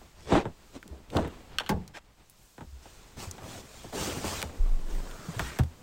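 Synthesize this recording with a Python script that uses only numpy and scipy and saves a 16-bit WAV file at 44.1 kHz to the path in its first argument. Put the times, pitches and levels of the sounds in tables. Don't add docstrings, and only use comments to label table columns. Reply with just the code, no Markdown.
import sys
import numpy as np
from scipy import signal
from scipy.fft import rfft, irfft
from scipy.io import wavfile
from scipy.ndimage import uniform_filter1d

SR = 44100
rng = np.random.default_rng(int(sys.argv[2]) if len(sys.argv) > 2 else 0)


def generate_wav(signal):
    frames = np.transpose(np.atleast_2d(signal))
    scaled = np.clip(frames, -1, 1) * 32767
    pcm = np.round(scaled).astype(np.int16)
    wavfile.write(sys.argv[1], SR, pcm)


N = 256662
TIME = np.arange(N) / SR
EDGE_HZ = 15900


def amp(db):
    return 10 ** (np.asarray(db) / 20)


def unit(x):
    return x / np.sqrt(np.mean(x ** 2) + 1e-20)


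def read(points, hz):
    f, value = np.transpose(points)
    return np.interp(np.log(hz + 1), np.log(f + 1), value)


def level(rows, axis=1):
    rows = np.array(rows)
    return amp(np.interp(TIME, rows[:, 0], rows[:, axis]))


def add(mix, s, sound):
    part = mix[max(round(s * SR), 0):][:len(sound)]
    part += sound[:len(part)]


def colour(x, points):
    gain = amp(read(points, np.fft.rfftfreq(len(x), 1 / SR)))
    return unit(irfft(rfft(x) * gain, len(x)))


def hump(hz, centre_hz, octaves, skirt_db):
    distance = np.log2((hz + 1) / centre_hz) / octaves
    return -skirt_db * np.log1p(distance ** 2)


def waver(hz):
    rolloff = 1 + (np.fft.rfftfreq(N, 1 / SR) / hz) ** 4
    return unit(irfft(rfft(rng.standard_normal(N)) / rolloff, N))


def friction(per_s, spread_db, smooth):
    happens = rng.random(N) < per_s / SR
    size = rng.standard_normal(N) * amp(spread_db * np.minimum(rng.exponential(1, N), 4))
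    return unit(unit(happens * size) + smooth * rng.standard_normal(N))


def impulse(curve_db, lag_cycles=1.597, corner_hz=35, size=8192):
    hz = np.fft.fftfreq(size, 1 / SR)
    log_gain = np.log(amp(np.maximum(curve_db(abs(hz)), -100)))
    minimum_phase = np.exp(np.conj(signal.hilbert(log_gain)))
    lag = 2 * np.pi * lag_cycles * np.sign(hz) * np.log1p(abs(hz) / corner_hz)
    h = np.fft.ifft(minimum_phase * np.exp(-1j * lag)).real[:size // 2]
    return h / np.linalg.norm(h)


def rattle(ring, size=16384):
    hz, t, z = signal.stft(rng.choice([-1., 1.], size), SR, nperseg=128)
    decay_db = -60 * t / np.maximum(ring(hz), .004)[:, None]
    return signal.istft(z * amp(decay_db), SR, nperseg=128)[1]


def blow(ring, chatter_db):
    drive = rattle(ring)
    drive *= amp(chatter_db) / np.linalg.norm(drive)
    drive[0] += 1
    return drive / np.linalg.norm(drive)


def ringing(modes, size=16384):
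    t = np.arange(size) / SR
    x = sum(amp(db - 60 * t / t60) * np.sin(2 * np.pi * hz * t) for hz, db, t60 in modes)
    return x / abs(x).max()


# (time [s], wash level [dB], hiss level [dB]), before the layer gains
AIR_LEVEL = [(0.0, -59, -62), (0.32, -57, -70), (0.69, -62, -63.5), (1.08, -61, -68), (1.35, -54, -63.5),
             (1.78, -55.5, -66.5), (2.0, -65.5, -73), (2.41, -68, -64.5), (3.1, -59.5, -63)]
# (frequency [Hz], level [dB])
WASH_COLOUR = [(20, -1), (45, -0.5), (92, -8), (280, -17), (520, -20), (1000, -20.5), (1600, -25.5),
               (2400, -26), (5000, -34.5), (9000, -77)]
# (frequency [Hz], level [dB])
HISS_COLOUR = [(1200, -7), (2000, -10), (3200, -6), (7800, -5), (10500, -15.5), (16000, -12)]


def air(wash_db=5, hiss_db=1, drift_db=2):
    wash = colour(rng.standard_normal(N), WASH_COLOUR) * level(AIR_LEVEL, axis=1)
    wash *= amp(wash_db + drift_db * waver(hz=9.3))
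    hiss = colour(rng.standard_normal(N), HISS_COLOUR) * level(AIR_LEVEL, axis=2)
    return wash + hiss * amp(hiss_db)


# (time [s], level [dB], length [s], centre [Hz], width [octaves])
SCUFFS = [(0.15, -58, 0.22, 4930, 1.7), (0.269, -38.5, 0.17, 1940, 1.5), (0.718, -55, 0.071, 3400, 1.8),
          (0.741, -45.5, 0.05, 330, 0.51), (0.811, -50, 0.23, 220, 1.46), (1.101, -53.5, 0.14, 6000, 5.4),
          (1.934, -44, 0.062, 840, 2.37), (2.32, -67, 0.3, 13000, 1), (5.01, -53.5, 0.43, 1340, 0.43),
          (5.368, -45, 0.24, 1510, 0.98)]


def scuffs(skirt_db=16.0, top_hz=9500):
    out, drag = np.zeros(N), friction(per_s=2000, spread_db=2.5, smooth=.8)
    hz = np.geomspace(20, EDGE_HZ, 80)
    dull_top = 10 / (1 + (top_hz / hz) ** 20)
    for s, db, length, centre_hz, octaves in SCUFFS:
        stroke = drag[round(s * SR):][:round(length * SR)]
        shape = hump(hz, centre_hz, octaves, skirt_db) - dull_top
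        swell = np.sqrt(np.hanning(len(stroke)))
        add(out, s, amp(db) * colour(stroke, np.column_stack([hz, shape])) * swell)
    return out


SAG_DB_PER_S, STOP_DB_PER_S = 29, 213


def stroke_gain(s, rise, length):
    t = np.maximum(TIME - s, 0)
    speed = np.sin(np.pi / 2 * np.minimum(t / rise, 1))
    sag_db = SAG_DB_PER_S * np.maximum(t - rise, 0)
    stop_db = STOP_DB_PER_S * np.maximum(t - length, 0)
    return speed * amp(-sag_db - stop_db)


# (time [s], rise of the shell [s], length [s], swish level [dB], padding level [dB])
JACKET = [(2.813, 0.032, 0.3, -56, -69), (3.163, .055, 0.078, -42.5, -43.5), (3.24, 0.037, 0.14, -55, -47),
          (3.389, 0.16, 0.21, -46.5, -41), (3.58, 0.25, 0.76, -50.5, -52),
          (3.917, 0.12, 0.16, -34.5, -32.5), (4.067, .04, 0.34, -39.5, -34),
          (4.224, 0.052, 0.18, -36, -43.5), (5.38, 0.019, 0.11, -43, -68)]
# (time [s], swish level [dB], padding level [dB]), before the gains
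SETTLING = [(4.45, -58, -46), (4.84, -60.5, -47.5), (4.91, -52, -41), (5.15, -53.5, -45.5),
            (5.35, -49, -43), (5.57, -51, -47), (5.66, -75, -55.5), (5.82, -76, -52)]
# (frequency [Hz], level [dB])
SWISH_COLOUR = [(500, -1), (900, -2), (1800, -5.5), (2800, -5), (4500, -6.5), (7000, -6), (8500, -7.5),
                (10500, -20), (15500, -16.5)]
# (frequency [Hz], level [dB])
PADDING_COLOUR = [(25, -30), (60, 3.5), (110, 3), (230, 1.5), (400, -2), (600, -5), (1200, -12.5),
                  (2500, -23.5), (5000, -33)]
PADDING_RISE_SHARE = 0.38


def jacket(swish_db=0, padding_db=-2.5, flutter_db=0.33, lumps_db=1, fade_s=0.062):
    flutter = waver(hz=45)
    weave = friction(per_s=2500, spread_db=2.2, smooth=1.8)
    lumps = friction(per_s=600, spread_db=1.8, smooth=1.2)
    seated = np.clip((TIME - SETTLING[0][0]) / fade_s + 1, 0, 1)
    slide = seated * level(SETTLING, axis=1)
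    press = seated * level(SETTLING, axis=2)
    for s, rise, length, slide_db, press_db in JACKET:
        slide = np.hypot(slide, amp(slide_db) * stroke_gain(s, rise, length))
        press = np.hypot(press, amp(press_db) * stroke_gain(s, rise * PADDING_RISE_SHARE, length))
    swish = colour(weave, SWISH_COLOUR) * slide * amp(swish_db + flutter_db * flutter)
    padding = colour(lumps, PADDING_COLOUR) * press * amp(padding_db + lumps_db * flutter)
    return swish + padding


# (time of firmest pressure [s], level [dB], easing off [dB/s])
GRIPS = [(0.328, -22.5, 177), (0.766, -42, 448), (1.166, -28.5, 96)]
# (frequency [Hz], level [dB])
GRIP_COLOUR = [(25, -10), (60, 4), (400, 4), (950, -5.5), (1200, -10), (1900, -15), (3600, -19),
               (5600, -31.5), (8000, -26.5), (13000, -79)]
GRIP_RISE_DB_PER_S = 345


def grip(gain_db=-3):
    rub = colour(friction(per_s=830, spread_db=-5, smooth=0.99), GRIP_COLOUR)
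    pressure = np.zeros(N)
    for s, db, easing in GRIPS:
        drop_db = np.maximum(GRIP_RISE_DB_PER_S * (s - TIME), easing * (TIME - s))
        pressure += amp(db - drop_db)
    return amp(gain_db) * pressure * rub


def patchy(x, patch_db=2.4, span_s=0.033, span_hz=260):
    hz, t, z = signal.stft(x, SR, nperseg=512, noverlap=384)
    patches = uniform_filter1d(rng.standard_normal(z.shape), max(round(span_s / t[1]), 1), axis=1)
    patches = unit(uniform_filter1d(patches, max(round(span_hz / hz[1]), 1), axis=0))
    shifted = signal.istft(z * amp(patch_db * patches), SR, nperseg=512, noverlap=384)[1][:N]
    return unit(shifted) * np.std(x)


JUDDER_S, JUDDER_DB, JUDDER_SWELL_S = 0.370, -19, 0.013
JUDDER_HZ, JUDDER_RISE_HZ_PER_S = 330, 3500


def judder(jitter=0.07, overtone_db=-13):
    t = TIME - JUDDER_S
    rate = np.clip(JUDDER_HZ + JUDDER_RISE_HZ_PER_S * t, JUDDER_HZ / 2, JUDDER_HZ * 2)
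    turns = np.cumsum(rate * (1 + jitter * waver(hz=150))) / SR
    groan = sum(amp(overtone_db * np.log2(k)) * np.sin(2 * np.pi * k * turns) for k in range(1, 5))
    return unit(groan) * amp(JUDDER_DB) * np.exp(-abs(t) / JUDDER_SWELL_S)


# (time [s], level [dB], bass tilt [dB], treble tilt [dB])
KNOCKS = [(0.014, -43, -17, -19), (0.320, -8.5, -4.5, -11), (0.342, -19, -9, -3), (0.352, -16.5, -30, -6),
          (0.364, -19, -8, 5), (0.376, -18.5, -24, -3), (0.454, -21.5, 5.5, 3.5), (1.127, -31, -8, -10),
          (1.150, -17, 0.5, -19), (1.165, -15.5, -18, -7), (1.185, -19, -13, -21), (1.247, -26, 1, 9),
          (1.605, -27, -32, 11), (2.580, -34.5, 5, 12), (2.608, -30, 8.5, 10), (2.855, -40, -11, 9),
          (3.169, -36, 13, 11), (3.381, -37, -7, 15), (3.843, -33.5, 2, -2), (3.929, -28.5, -11, -10),
          (4.242, -22, -8, -10), (4.426, -26.5, -10.5, -3), (4.494, -39, -14, 6), (5.393, -20.5, 6.5, 14),
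          (5.588, -14, 14.5, 13.5)]
# (frequency [Hz], level [dB])
CASE_COLOUR = [(40, -4), (70, 2.5), (175, 1.5), (340, -1.5), (520, -4.5), (900, -5.5), (1180, -15),
               (1480, -14), (2400, -26), (3700, -29), (5000, -47), (8200, -39), (15000, -79)]
KNOCK_RING_S = 0.11


def knocks(chatter_db=2.5, knee_hz=1200, bass_hz=220, treble_hz=1600, gain_db=19):
    out = np.zeros(N)
    for s, db, bass_db, treble_db in KNOCKS:
        def tone(hz):
            bass = bass_db / (1 + (hz / bass_hz) ** 2)
            treble = treble_db * hz ** 2 / (hz ** 2 + treble_hz ** 2)
            return read(CASE_COLOUR, hz) + bass + treble
        drive = blow(lambda hz: KNOCK_RING_S * (.5 + 1 / (1 + hz / knee_hz)), chatter_db)
        add(out, s, amp(db + gain_db) * signal.fftconvolve(drive, impulse(tone)))
    return out


# (time [s], level [dB], centre [Hz], width [octaves], ring [s])
CLICKS = [(0.828, -34, 1490, 0.42, 0.025), (0.8783, -41.5, 5460, 0.97, 0.0072),
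          (1.102, -37, 3000, 0.5, 0.031), (1.169, -21.5, 3270, 0.41, 0.018),
          (1.277, -46, 12000, 0.87, 0.054), (1.692, -23.5, 4330, 0.67, 0.035),
          (1.878, -37.5, 4950, 0.72, 0.036), (2.298, -40.5, 10700, 0.89, 0.081),
          (3.312, -28, 6800, 0.32, 0.022), (4.418, -23, 2690, 0.75, 0.0064),
          (4.427, -17.5, 1950, 0.98, 0.0086), (5.112, -36.5, 2400, 0.72, 0.04),
          (5.3942, -16.5, 1530, 0.54, 0.062), (5.588, -23.5, 2000, 1.6, 0.073),
          (5.635, -37, 2000, 1.4, 0.042)]


def clicks(skirt_db=7.0, gain_db=13):
    out = np.zeros(N)
    for s, db, centre_hz, octaves, ring in CLICKS:
        drive = blow(lambda hz: np.full_like(hz, ring), chatter_db=-1)
        body = impulse(lambda hz: hump(hz, centre_hz, octaves, skirt_db))
        add(out, s, amp(db + gain_db) * signal.fftconvolve(drive, body))
    return out


# (time [s], level [dB], pitch [Hz])
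THUMPS = [(0.332, -29, 130), (0.465, -41, 75.5), (0.906, -35, 68), (1.215, -28, 74), (1.736, -27, 77),
          (2.615, -38.5, 157), (2.666, -40, 67), (2.723, -39, 64), (3.269, -34, 87), (4.264, -32, 90),
          (4.448, -32.5, 75), (4.585, -28.5, 65), (4.587, -15.5, 27.6), (4.68, -19, 20.1), (4.905, -23, 27),
          (5.284, -28, 162), (5.363, -28.5, 112), (5.405, -27, 62), (5.596, -16, 126), (5.599, -17, 79)]
THUMP_CYCLES = 17.3


def thumps(rise_cycles=0.5, gain_db=3):
    out, t = np.zeros(N), np.arange(SR) / SR
    for s, db, hz in THUMPS:
        swing = np.sin(2 * np.pi * hz * t) * np.exp(-np.log(1000) * t * hz / THUMP_CYCLES)
        build = 1 - np.exp(-(t * hz / rise_cycles) ** 2)
        add(out, s, amp(db + gain_db) * swing * build)
    return out


# (time [s], level before the latch gain [dB], ring [s])
LATCH = [(1.585, -10.5, 0.026), (1.598, -19.5, 0.062), (1.635, -35.5, 0.13), (1.6627, -27, 0.11)]
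# (frequency [Hz], level [dB])
LATCH_COLOUR = [(300, -24), (900, -15), (1250, -4.5), (1600, 2), (2200, -10.5), (2980, 2), (3380, 0),
                (3850, -12), (4400, -4), (4850, -28), (5400, -12), (6500, -19.5), (10000, -26.5),
                (15000, -31)]
# (time [s], level before the panel and shudder gains [dB])
DOOR = [(1.692, -17.5)]
# (frequency [Hz], level [dB])
DOOR_COLOUR = [(40, -16), (90, -11), (180, -3.5), (260, -13), (400, -8.5), (640, -14), (860, -6),
               (1300, -26.5), (1600, -14.5), (2300, -24.5), (3200, -25.5), (15000, -36)]
# (frequency [Hz], time to fall 60 dB [s])
DOOR_RING = [(80, 0.52), (300, 0.31), (900, 0.17), (2000, 0.1), (5000, 0.088), (12000, 0.065)]
# (frequency [Hz], relative level [dB], time to fall 60 dB [s])
DOOR_MODES = [(163, -34, .2), (196, -1, 0.28), (400, -20, 0.33), (892, 2, 0.039), (1120, -15, 0.21)]


def door(latch_db=13, panel_db=-2, shudder_db=-4):
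    out, steel = np.zeros(N), impulse(lambda hz: read(LATCH_COLOUR, hz))
    for s, db, ring in LATCH:
        looseness_db = 10 * np.log10(ring / .05)
        drive = blow(lambda hz: np.full_like(hz, ring), looseness_db)
        add(out, s, amp(db + latch_db) * signal.fftconvolve(drive, steel))
    for s, db in DOOR:
        echoes = rattle(lambda hz: read(DOOR_RING, hz))
        shudder = signal.fftconvolve(echoes, impulse(lambda hz: read(DOOR_COLOUR, hz)))
        clunk = signal.fftconvolve(ringing(DOOR_MODES), impulse(np.zeros_like))
        add(out, s, amp(db + shudder_db) * shudder)
        add(out, s, amp(db + panel_db) * clunk)
    return out


def scene():
    blows = knocks() + clicks() + thumps() + door()
    rubbing = patchy(grip() + scuffs() + jacket()) + judder()
    mono = blows + rubbing + air()
    return np.array([mono, mono])


def record(dry):
    lowpass = signal.firwin(511, EDGE_HZ, window=("kaiser", 9), fs=SR)
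    return signal.oaconvolve(dry, lowpass[None], "same")


dry = scene()
out = record(dry)
generate_wav(out)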